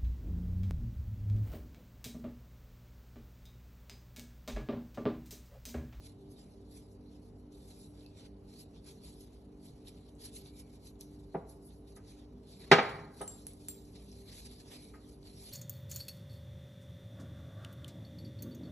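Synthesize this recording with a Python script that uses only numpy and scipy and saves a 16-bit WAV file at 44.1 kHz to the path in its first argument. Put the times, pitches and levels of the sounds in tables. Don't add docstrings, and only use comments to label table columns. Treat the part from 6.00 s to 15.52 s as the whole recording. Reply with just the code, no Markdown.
import sys
import numpy as np
from scipy import signal
from scipy.fft import rfft, irfft, next_fast_len
from scipy.io import wavfile
from scipy.ndimage import uniform_filter1d

SR = 44100
rng = np.random.default_rng(int(sys.argv[2]) if len(sys.argv) > 2 else 0)


def dump_mix(stems):
    frames = np.atleast_2d(stems).T
    limited = np.clip(frames, -1, 1)
    pcm = np.round(limited * 32767).astype(np.int16)
    wavfile.write(sys.argv[1], SR, pcm)


N = 419832
SIZE = next_fast_len(N + 8192)
HZ = np.fft.rfftfreq(SIZE, 1 / SR)

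# pitch_hz, density_db [dB per Hz]
AIR_SPECTRUM = [(15, -31), (25, -4), (59, -2.5), (106, -3.5), (245, -5.5), (294, -7.5), (345, -12.5),
                (405, -7.5), (505, -14.5), (832, -20.5), (1610, -38.5), (2660, -43), (3000, -36.5),
                (3900, -74), (6600, -120)]
AIR_DB = -57
# pitch_hz, level_db [dB rms]
MOTOR_LINES = [(49.2, -66), (59.3, -62), (98.3, -65.5), (147.5, -69.5), (196.7, -68), (245.9, -66.5),
               (295.1, -62.5), (393.4, -67), (442.6, -72.5)]
# pitch_hz, density_db [dB per Hz]
GLOVE_SPECTRUM = [(700, -5), (1500, -14.5), (2300, -7), (3000, -7), (4000, 1.23), (5000, -2.5),
                  (6500, -9.5), (8500, -6.5), (10500, -4), (11500, -8), (12500, -22.5), (13500, -30.5),
                  (16000, -40)]
# peak_s, length_s, rising_share [0-1 of length], peak_db, brightness [dB per octave]
GLOVE_STROKES = [(0.067, 0.122, 0.56, -57.5, 1.5), (0.317, 0.081, 0.24, -67, 7.5),
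                 (0.383, 0.097, 0.23, -62.5, 1), (0.408, 1, 0.38, -72.5, 0.5), (0.516, 0.053, 0.33, -72, 6),
                 (0.772, 0.15, 0.56, -61.0, 4.5), (0.92, 0.095, 0.5, -72.5, 10.5),
                 (1.175, 0.178, 0.88, -70.5, 1.5), (1.263, 0.19, 0.66, -71, 4.5),
                 (1.385, 0.055, 0.43, -76, 9), (1.526, 0.18, 0.05, -66.5, 4), (1.727, 0.18, 0.67, -58, 3),
                 (1.79, 0.21, 0.14, -63.5, 6.5), (2.01, 0.16, 0.47, -63.5, -0.5),
                 (2.198, 0.14, 0.42, -58.5, -1), (2.268, 0.059, 0.83, -61, -2), (2.511, 0.2, 0.27, -64, 1),
                 (2.611, 0.095, 0.66, -56, 5), (2.772, 0.13, 0.6, -67.0, -1.5),
                 (2.889, 0.12, 0.36, -54, 1.5), (3.057, 0.19, 0.21, -56, 2.5),
                 (3.208, 0.06, 0.32, -59.5, 5.5), (3.328, 0.21, 0.35, -69.5, 1.5),
                 (3.654, 0.12, 0.35, -61.5, 4.5), (3.883, 0.037, 0.5, -51, 2.5),
                 (3.985, 0.44, 0.87, -67, 1), (4.093, 0.096, 0.66, -65, 0), (4.25, 0.078, 0.53, -47.5, 2.5),
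                 (4.37, 0.069, 0.53, -49, 6.5), (4.484, 0.292, 0.89, -61, 1),
                 (4.6, 0.088, 0.69, -56.0, 4.5), (4.757, 0.17, 0.85, -64.5, 2),
                 (4.87, 0.098, 0.56, -58.5, 4.5), (5.008, 0.052, 0.2, -58.5, 5),
                 (5.142, 0.5, 0.33, -70.5, 2.5), (5.495, 0.12, 0.2, -66, 10),
                 (5.672, 0.2, 0.3, -69.5, 15.5), (5.709, 0.077, 0.34, -68, -8),
                 (5.88, 0.11, 0.23, -66, 2.5), (5.961, 0.042, 0.22, -60, 5.5),
                 (6.123, 0.108, 0.76, -60.0, 1.5), (6.183, 0.19, 0.47, -67, -2.5),
                 (6.512, 0.17, 0.38, -61, 2.5), (6.626, 0.077, 0.44, -54.5, -0.5),
                 (6.892, 0.43, 0.66, -54.5, -4.0), (7.222, 0.11, 0.65, -56, 3.5),
                 (7.334, 0.38, 0.51, -62, 5.0), (7.503, 0.141, 0.47, -65, 2),
                 (7.602, 0.37, 0.1, -63.5, 4.0), (7.69, 0.13, 0.13, -60.5, 0.5),
                 (7.954, 0.12, 0.14, -59.5, -1), (8.208, 0.42, 0.9, -62.0, 3.5),
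                 (8.305, 0.24, 0.23, -55.0, 0), (8.397, 0.24, 0.58, -54, 3), (8.47, 0.047, 0.8, -51.5, 1.5),
                 (8.517, 0.073, 0.26, -55.5, 1), (8.605, 0.074, 0.64, -57, 1.5),
                 (8.743, 0.16, 0.65, -53, -1.5), (8.829, 0.36, 0.6, -60, 2.5),
                 (9.096, 0.184, 0.6, -63, 3.5), (9.276, 0.12, 0.41, -56.5, 1),
                 (9.424, 0.62, 0.14, -53.5, 2.5)]
REST_DB, REST_BRIGHT_DB = -79.5, 0.1
EDGE_DROP_DB, ROUNDNESS = 13, 1.2
PATCHY_DB, MOTTLE_DB = 1.8, 3.3
# start_s, peak_db, centre_hz, top_click_db [relative to peak_db]
GLOVE_TICKS = [(1.5224, -59, 6050, -13), (2.0083, -53, 3870, -22), (2.063, -46, 4400, -5),
               (3.873, -43.5, 3820, -10), (4.1525, -52, 8090, -13), (4.46, -47, 3780, -23),
               (4.9566, -62.5, 3800, -11), (4.9925, -61, 7000, -2), (5.0102, -38, 5960, 7),
               (5.0154, -45.5, 4050, -13), (5.9229, -57, 5860, -8), (5.964, -50, 6100, -5),
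               (6.604, -48, 4520, -21), (7.1977, -56, 5700, -10), (7.8535, -54, 5655, -16.5),
               (7.9355, -61.5, 5660, -11), (8.117, -46, 5530, -22), (9.2296, -50.5, 4360, -12.5)]
# pitch_hz, t60_s
ROOM_DECAY = [(100, 0.99), (260, 0.3), (700, 0.54), (1840, 0.46), (3000, .32), (4850, 0.28), (7500, .18),
              (12000, 0.13)]
SCATTER_HZ = 500.
# start_s, length_s, start_hz, end_hz, level_db
RUBBER_SQUEAKS = [(2.045, 0.037, 2560, 2610, -69), (4.402, 0.25, 2230, 2360, -77),
                  (4.523, 0.23, 2360, 2140, -79), (8.684, 0.28, 2190, 2384, -74)]
# start_s, level_db [rms of first 20 ms], top_hz [hardness],
# bottom_hz [weight], contact_s
TABLE_KNOCKS = [(5.342, -33.5, 523, 180, 0.02), (5.965, -61.5, 2176, 395, 0.034),
                (6.7144, -12.5, 9060, 171, 0.021), (6.784, -24.5, 3620, 150.7, .013),
                (7.205, -41.5, 1020, 184, 0.0304), (7.271, -62, 900, 253, .008),
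                (8.936, -59.5, 1300, 1100, 0.034)]
# pitch_hz, level_db [relative], t60_s
TABLE_MODES = [(163, -9, 0.1615), (411.6, -5.5, 0.132), (485.8, -2, .09), (658.5, -4, .07),
               (793, -6, 0.069), (1005, -11.5, 0.066), (1245, -4, 0.061), (1972, -6, 0.065),
               (2330, -20, 0.038), (3250, -8, 0.036), (3800, -12.5, .05)]
# pitch_hz, density_db [dB per Hz]
TABLE_CROWD = [(90, -43), (170, -4.5), (400, -6), (800, 0.5), (1300, -4), (2300, -6.5), (3000, -13.5),
               (3800, -15), (4600, -14.5), (6300, -26), (8500, -30), (11000, -33.5), (13000, -53.5)]
# start_s, click_db, grip_shift [%], then level_db of each of five rings
ROD_PINGS = [(7.215, -50, 0.36, -68.5, -90, -90, -49, -92), (7.278, -34, 0.044, -77, -53, -90, -57, -62),
             (7.468, -27.5, 0.98, -90.5, -90, -62.5, -57, -64), (7.535, -42, 0, -100, -90, -90, -90, -90),
             (7.6851, -26, -0.015, -88, -55.5, -90, -50, -46.5)]
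# pitch_hz, t60_s, pair_split_hz
ROD_MODES = [(3050, .3, 20), (7520, .36, 50), (7710, .3, 50), (8650, .25, 70), (13970, .4, 25)]
# pitch_hz, lead_rad
LEFT_LEAD = [(0, 0), (500, 0), (1000, -1.2), (1650, 0), (2300, 0), (3200, 1.6), (4000, 1.1), (4800, 2.9),
             (5750, 6.28), (6200, 6.28), (8300, 9.4), (9550, 9.45), (11800, 12.57), (12500, 12.57),
             (14000, 13.8), (16000, 13.8)]
# pitch_hz, likeness [0-1]
PORT_LIKENESS = [(40, 1), (150, 0.97), (400, 0.82), (700, 0.38), (1200, 0.53), (1650, 0.88), (2050, 1),
                 (2900, 0.32), (3800, 0.23), (5750, 1), (6250, 1), (7300, 0.19), (8450, 0.95), (9450, 1),
                 (10500, 0.59), (12500, 0.92)]
# pitch_hz, gain_db
MIC_RESPONSE = [(11500, 0.07), (13000, -11.5), (15500, -13.5)]
EDGE_HZ = 15472


def gain_of(db):
    return 10 ** (np.asarray(db) / 20)


def evened(x):
    return x / np.sqrt(np.mean(x ** 2) + 1e-20)


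def read(points, hz):
    f, value = np.transpose(points)
    return np.interp(np.log(hz + 1), np.log(f + 1), value)


def add(mix, start_s, sound):
    part = mix[round(start_s * SR):][:len(sound)]
    part += sound[:len(part)]


def shaped(x, gain):
    return irfft(rfft(x, SIZE) * gain, SIZE)[..., :N]


def drift(rate_hz):
    return evened(shaped(rng.standard_normal(N), 1 / (1 + (HZ / rate_hz) ** 4)))


def whitened(x, size):
    z = rfft(x, 2 * x.shape[-1])
    local_power = uniform_filter1d(abs(z) ** 2, size, axis=-1)
    flat = irfft(z / np.sqrt(local_power + 1e-12))[..., :x.shape[-1]]
    return flat / np.linalg.norm(flat, axis=-1, keepdims=True)


def background():
    air = evened(shaped(rng.standard_normal((2, N)), gain_of(read(AIR_SPECTRUM, HZ))))
    t = np.arange(N) / SR
    hum = np.zeros(N)
    for hz, db in MOTOR_LINES:
        level = gain_of(db + 3.27 * drift(4.9)) * np.sqrt(2)
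        cycles = hz * t + rng.random() + 0.049 * drift(3.1)
        hum += level * np.sin(2 * np.pi * cycles)
    return gain_of(AIR_DB) * air + hum * [[1], [0]]


def strokes(t):
    peak_s, length, rising, db, bright_db = np.transpose(GLOVE_STROKES)
    rising = np.clip(rising, .05, .95)
    away = (t[:, None] - peak_s) / length
    away = np.where(away < 0, -away / rising, away / (1 - rising))
    power = gain_of(db - EDGE_DROP_DB * away ** ROUNDNESS) ** 2
    rest = gain_of(REST_DB) ** 2
    total = power.sum(1) + rest
    return np.sqrt(total), (power @ bright_db + rest * REST_BRIGHT_DB) / total


def rustle(flutter_db=1.5, crackle_share=0.15):
    drive = rng.standard_normal((2, N))
    creases = uniform_filter1d(1. * (rng.random(N) < 70 / SR), size=12)
    drive += crackle_share * evened(rng.standard_normal(N) * creases)
    hz, t, z = signal.stft(drive, SR, nperseg=256, noverlap=192)
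    effort, bright_db = strokes(t)
    patches = uniform_filter1d(rng.standard_normal(z.shape[1:]), size=4, axis=0)
    patches = evened(uniform_filter1d(patches, size=30, axis=1))
    mottle = evened(uniform_filter1d(rng.standard_normal(z.shape[1:]), size=24, axis=1))
    tilt = np.log2(np.clip(hz, 500, 20000) / 5000)[:, None]
    colour_db = read(GLOVE_SPECTRUM, hz)[:, None] + tilt * bright_db
    z = z * gain_of(colour_db + PATCHY_DB * patches + MOTTLE_DB * mottle)
    hiss = evened(signal.istft(z, SR, nperseg=256, noverlap=192)[1][:, :N])
    swell = np.interp(np.arange(N) / SR, t, effort)
    return hiss * swell * gain_of(flutter_db * drift(40.0))


def snap(hz, cycles):
    t = np.arange(400) / SR
    u = t * hz / cycles
    return u * np.exp(1 - u) * np.sin(2 * np.pi * hz * t)


def ticks():
    out = np.zeros(N)
    for start_s, db, hz, top_db in GLOVE_TICKS:
        thin_click = gain_of(top_db) * snap(10800., cycles=1.0)
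        add(out, start_s, gain_of(db) * (snap(hz, cycles=1.3) + thin_click))
    return out


def room(x, t60_scale, start):
    taps = np.zeros((2, SR))
    at = np.arange(start, SR - 20, 20) + rng.integers(0, 20, (2, (SR - 1 - start) // 20))
    np.put_along_axis(taps, at, rng.choice([-1., 1.], at.shape), 1)
    hz, t, z = signal.stft(taps, SR, nperseg=256)
    t60 = t60_scale * read(ROOM_DECAY, hz)[:, None]
    tail = signal.istft(z * gain_of(-60 * t / t60), SR, nperseg=256)[1]
    tail = whitened(tail, size=200)
    tail[:, :start] = 0
    return signal.fftconvolve(x[None], tail, axes=1)[:, :N]


def squeaks():
    out = np.zeros(N)
    for start_s, length, from_hz, to_hz, db in RUBBER_SQUEAKS:
        count = round(length * SR)
        hz = np.linspace(from_hz, to_hz, count) + 66.0 * drift(59.0)[:count]
        level = gain_of(db + 1.5 * drift(50.0)[:count]) * np.hanning(count) ** .5
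        add(out, start_s, level * np.sin(2 * np.pi * np.cumsum(hz) / SR))
    return out


def ring(hz, t60, length=.35):
    t = np.arange(round(length * SR)) / SR
    return gain_of(-60 * t / t60) * np.sin(2 * np.pi * hz * t)


def causal(points, size=4096):
    log_gain = np.log(gain_of(read(points, abs(np.fft.fftfreq(size, 1 / SR)))))
    return np.fft.ifft(np.exp(np.conj(signal.hilbert(log_gain)))).real[:size // 2]


def knocks():
    out, t = np.zeros(N), np.arange(4096) / SR
    main = sum(gain_of(db) * ring(hz, t60) for hz, db, t60 in TABLE_MODES)
    crowd = causal(TABLE_CROWD)
    for start_s, db, top_hz, bottom_hz, contact in TABLE_KNOCKS:
        shake, jolt = rng.standard_normal((2, len(t)))
        chatter = np.exp(-(t / contact) ** 2) + .3 * gain_of(-60 * t / .09)
        shake = whitened(shake * chatter, size=24)
        jolt = whitened(jolt * np.exp(-(t / (0.35 * contact)) ** 2), size=60)
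        top = 0.012 * signal.fftconvolve(jolt, main)
        top[:len(t)] += signal.fftconvolve(shake, crowd)[:len(t)]
        top[:len(t)] *= np.clip(t * top_hz / 4.8, 0, 1)
        hardness = signal.butter(2, top_hz, fs=SR, output="sos")
        weight = signal.butter(4, bottom_hz, "high", fs=SR, output="sos")
        blow = signal.sosfilt(np.vstack([hardness, weight]), top)
        add(out, start_s, gain_of(db) * blow / np.sqrt(np.mean(blow[:900] ** 2)))
    return out


def pings():
    out = np.zeros(N)
    click = snap(10130.0, cycles=1.9) + .5 * snap(6770.0, cycles=0.42)
    for start_s, click_db, shift, *rings_db in ROD_PINGS:
        grip = 1 + shift / 100
        add(out, start_s, gain_of(click_db) * click)
        for db, (mode_hz, t60, split) in zip(rings_db, ROD_MODES):
            hz = mode_hz * grip
            pair = ring(hz, t60) + 0.35 * ring(hz + split, t60)
            first_drop = 4.5 * ring(hz, 0.19 * t60)
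            add(out, start_s, gain_of(db) * (pair + first_drop))
    return out


def scene():
    hits = knocks() + ticks() + pings() + squeaks()
    near = gain_of([[-7], [-3]]) * room(hits, 0.24, 40)
    alike, scattered = near + gain_of(-9.5) * room(hits, 1.32, 500)
    less_bass = HZ ** 2 / (HZ ** 2 + SCATTER_HZ ** 2)
    echoes = np.array([hits + alike, shaped(scattered, less_bass)])
    return echoes + rustle() + background()


def record(dry):
    same = np.clip(read(PORT_LIKENESS, HZ), 0, 1)
    f, lead = np.transpose(LEFT_LEAD)
    turn = np.exp(.5j * np.interp(HZ, f, lead))
    alike, apart = np.sqrt((1 + same) / 2), np.sqrt((1 - same) / 2)
    left = shaped(dry[0], alike * turn) + shaped(dry[1], 1j * apart * turn)
    right = shaped(dry[0], alike / turn) - shaped(dry[1], 1j * apart / turn)
    pair = shaped(np.array([left, right]), gain_of(read(MIC_RESPONSE, HZ)))
    pair = pair * gain_of([[-.25], [.25]])
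    pair = signal.sosfilt(signal.butter(4, 42., "high", fs=SR, output="sos"), pair)
    band_limit = signal.firwin(511, EDGE_HZ, window=("kaiser", 9), fs=SR)
    return signal.oaconvolve(pair, band_limit[None], "same")


dry = scene()
out = record(dry)
dump_mix(out)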